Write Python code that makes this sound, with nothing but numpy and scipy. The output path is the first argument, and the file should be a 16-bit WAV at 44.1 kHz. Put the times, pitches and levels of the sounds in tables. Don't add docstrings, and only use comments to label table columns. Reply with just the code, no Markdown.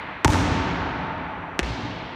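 import sys
import numpy as np
from scipy import signal
from scipy.fft import rfft, irfft
from scipy.io import wavfile

SR = 44100
rng = np.random.default_rng(int(sys.argv[2]) if len(sys.argv) > 2 else 0)


def wav_record(signal):
    frames = np.transpose(np.atleast_2d(signal))
    bounded = np.clip(frames, -1, 1)
    quanta = np.round(bounded * 32767).astype(np.int16)
    wavfile.write(sys.argv[1], SR, quanta)


N = 94815
WALL_S, FLOOR_S, STEP_S = .2466, 1.5919, 1.829
TIME = np.arange(N) / SR
FFT_SIZE = 2 ** 17
FREQS = np.maximum(np.arange(FFT_SIZE // 2 + 1) * SR / FFT_SIZE, 1)


def wall_hit():
    # f/Hz, relative level/dB
    tone = [(40, -6), (140, 13), (290, 30.5), (480, 19), (850, 20.5), (1250, 21.5), (2400, 15), (4700, 4.5),
            (5800, 10), (8500, 2), (11500, -6), (15000, -16.5)]
    # f/Hz, level/dB, fade time/s (to fall by 60 dB), delay/s
    modes = [(73.4, -13, 0.14, 0.0056), (135, -7, 0.059, 0.00973), (890, -6.5, 0.043, 0.009)]
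    # delay/s, level/dB, bass limit/Hz, treble limit/Hz
    echoes = [(.0028, -3.5, 24.7, 11550), (0.0329, -8, 25.3, 12000), (.036, -0.5, 25.2, 250),
              (0.087, -11, 300, 8000), (.099, -6.5, 350, 1380), (.16, -7.5, 25, 394), (.258, -9, 25, 400)]
    # delay/s, level/dB, fade time/s, treble limit/Hz
    sprays = [(.001, -7.5, 0.036, 10000), (.006, -6.5, 0.03, 3970), (.027, -12.5, .07, 14000),
              (0.075, -8, .16, 8900)]
    # f/Hz, relative level/dB
    tail = [(25, -82), (42, -47.5), (70, -42), (120, -47.5), (280, -47), (480, -57), (1100, -56.5),
            (2000, -60), (3200, -64.5), (4800, -67.5), (6000, -66), (8500, -72.5), (11000, -79),
            (15000, -85)]
    return delay(ball_hit(tone, modes, echoes, sprays, tail, slap_db=.4, tail_db=1.1), WALL_S)


def floor_bounce():
    # f/Hz, relative level/dB
    tone = [(40, -12), (140, 22.5), (330, 19.5), (700, 20), (950, 12), (1350, 16), (2600, 18), (4800, 4.5),
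            (5600, 8.5), (9000, -2), (11000, -12.5), (15000, -17)]
    # f/Hz, level/dB, fade time/s, delay/s
    modes = [(61, -21, 0.45, 0.0204), (111, -22.5, 0.16, 0.11), (366, -14.5, 0.035, 0.00097)]
    # delay/s, level/dB, bass limit/Hz, treble limit/Hz
    echoes = [(.0056, -6.5, 200, 4000), (0.024, -31, 25, 3000), (0.0402, -18, 25, 6000),
              (.052, -19.5, 25, 3000), (.07, -24.5, 25, 5000), (.071, -11, 25, 300)]
    # delay/s, level/dB, fade time/s, treble limit/Hz
    sprays = [(.0006, -8.5, 0.069, 7000), (.037, -13, .05, 5500), (.066, -16.5, .12, 5000)]
    # f/Hz, relative level/dB
    tail = [(25, -87), (42, -57), (65, -60), (120, -57), (280, -54.5), (480, -63.5), (1100, -71),
            (2000, -68), (3200, -68.5), (4200, -71), (6000, -77), (8500, -89.5), (11000, -99),
            (15000, -104)]
    return delay(ball_hit(tone, modes, echoes, sprays, tail, slap_db=-1.8, tail_db=.66), FLOOR_S)


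def ball_hit(tone, modes, echoes, sprays, tail, slap_db, tail_db):
    contact = from_db(slap_db) * slap(tone)
    direct = contact + ring(modes)
    early = reflections(contact, echoes[:1]) + reflections(direct, echoes[1:]) + scatter(contact, sprays)
    return direct + early + from_db(tail_db) * hall_answer(tail)


def slap(tone, spread_hz=(4500, 2600, 450)):
    cepstrum = irfft(np.log(from_db(at_hz(tone, FREQS))))
    cepstrum[1:FFT_SIZE // 2] *= 2
    cepstrum[FFT_SIZE // 2 + 1:] = 0
    pulse = np.exp(rfft(cepstrum))
    for hz in spread_hz:
        s = 1j * FREQS / hz
        pulse = pulse * (s * s - s + 1) / (s * s + s + 1)
    return irfft(pulse)[:N]


def ring(modes, attack_s=.0013):
    attack = 1 - np.exp(-TIME / attack_s)
    return sum(delay(attack * from_db(db) * fade(fade_s) * np.sin(2 * np.pi * hz * TIME), lag_s)
               for hz, db, fade_s, lag_s in modes)


def reflections(x, echoes):
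    out = 0
    for lag_s, db, low_hz, high_hz in echoes:
        surface = signal.butter(1, [low_hz, max(high_hz, 2 * low_hz)], "band", fs=SR)
        out += from_db(db) * delay(signal.lfilter(*surface, x), lag_s)
    return out


def scatter(x, sprays):
    response = 0
    for lag_s, db, fade_s, high_hz in sprays:
        spray = rng.standard_normal(N) * fade(fade_s)
        dulled = signal.lfilter(*signal.butter(1, high_hz, fs=SR), spray / np.linalg.norm(spray))
        response += from_db(db) * delay(dulled, lag_s)
    return signal.fftconvolve(x, response)[:N]


def hall_answer(tone, gap_s=.032, rise_s=.013, dip_share=.48, return_s=.35):
    clump_db, clump_s, blend_s = 3, .003, .074
    rise = 1 - np.exp(-TIME / rise_s)
    dip = 1 - dip_share * np.exp(-TIME / return_s)
    clumps = np.interp(TIME / clump_s, np.arange(N), rng.standard_normal(N))
    flutter = from_db(clump_db * clumps * np.exp(-TIME / blend_s))
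    return delay(hall_decay(tone) * rise * dip * flutter, gap_s)


def hall_decay(tone):
    # f/Hz, fade time/s
    fade_times = [(60, 2.97), (150, 3.5), (300, 2.9), (550, 4.94), (900, 6.4), (1600, 6), (2700, 3.75),
                  (4000, 2.44), (5000, 1.62), (6300, 1.22), (8300, 0.79), (11000, 0.5), (15000, 0.41)]
    # f/Hz, width/Hz, gain/dB
    resonances = [(89, 10, 3.5), (165, 53, 1.5), (219, 10, -5), (285, 40, 1.5), (591, 13, -3),
                  (640, 30, 5.5), (737, 29, 4), (888, 76, 6), (1086, 20, 3)]
    colour_db = sum(db * np.exp(-2 * ((FREQS - hz) / width) ** 2) for hz, width, db in resonances)
    noise = noise_spectrum(at_hz(tone, FREQS) + colour_db)
    centres_hz = np.geomspace(20, 16000, 30)
    band_position = np.interp(np.log(FREQS), np.log(centres_hz), np.arange(len(centres_hz)))
    out = 0
    for k, hz in enumerate(centres_hz):
        band = np.maximum(1 - abs(band_position - k), 0)
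        out += irfft(noise * band)[:N] * fade(at_hz(fade_times, hz))
    return out


def standing_waves():
    # f/Hz, level/dB, fade time/s, delay/s
    modes = [(90.1, -22.5, 1.5, .04), (169.6, -31, 4.9, .06), (263.8, -32, 4.34, .08),
             (295.7, -29.5, 3.4, .05), (850, -40.5, 12, .15), (898, -39, 11, .1), (907, -41, 13, .1),
             (925, -41, 5.7, 0.2)]
    return delay(ring(modes), WALL_S)


def footstep():
    # f/Hz, level/dB, fade time/s, delay/s
    modes = [(117, -24.5, .22, 0.0028), (297, -29, 0.088, 0.016)]
    return delay(ring(modes), STEP_S)


def earlier_blow():
    # f/Hz, relative level/dB
    tail = [(25, -90.5), (60, -66.5), (140, -70), (280, -65.5), (500, -75.5), (800, -69.5), (1200, -68),
            (2000, -67.5), (3000, -77), (4200, -86), (5200, -99), (7000, -113), (11000, -135)]
    return hall_decay(tail)


def background(whine_hz=5820, whine_db=-76):
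    # f/Hz, level/dB in each 1 Hz slice
    air_tone = [(25, -84.5), (60, -73), (200, -76), (1000, -73.5), (3000, -98.5), (5000, -111),
                (8000, -119), (11000, -124), (15000, -124)]
    air = irfft(noise_spectrum(at_hz(air_tone, FREQS)))[:N]
    return air + from_db(whine_db) * np.sin(2 * np.pi * whine_hz * TIME)


def from_db(db):
    return 10 ** (np.asarray(db) / 20)


def fade(seconds):
    return from_db(-60 * TIME / seconds)


def at_hz(points, hz):
    table_hz, values = np.transpose(points)
    return np.interp(np.log(hz), np.log(table_hz), values)


def delay(x, seconds):
    return np.concatenate([np.zeros(int(seconds * SR)), x])[:N]


def noise_spectrum(db):
    return rfft(rng.standard_normal(FFT_SIZE)) * from_db(db) * np.sqrt(SR / 2)


def scene():
    return (wall_hit() + floor_bounce() + standing_waves() + footstep() + earlier_blow() + background())[None]


def record(dry, low_cut_hz=42, high_cut_hz=15200):
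    heard = signal.sosfilt(signal.butter(4, low_cut_hz, "high", fs=SR, output="sos"), dry)
    rounded = heard / (1 + heard ** 4) ** (1 / 4)
    return signal.sosfilt(signal.ellip(10, .1, 80, high_cut_hz, fs=SR, output="sos"), rounded)


dry = scene()
out = record(dry)
wav_record(out)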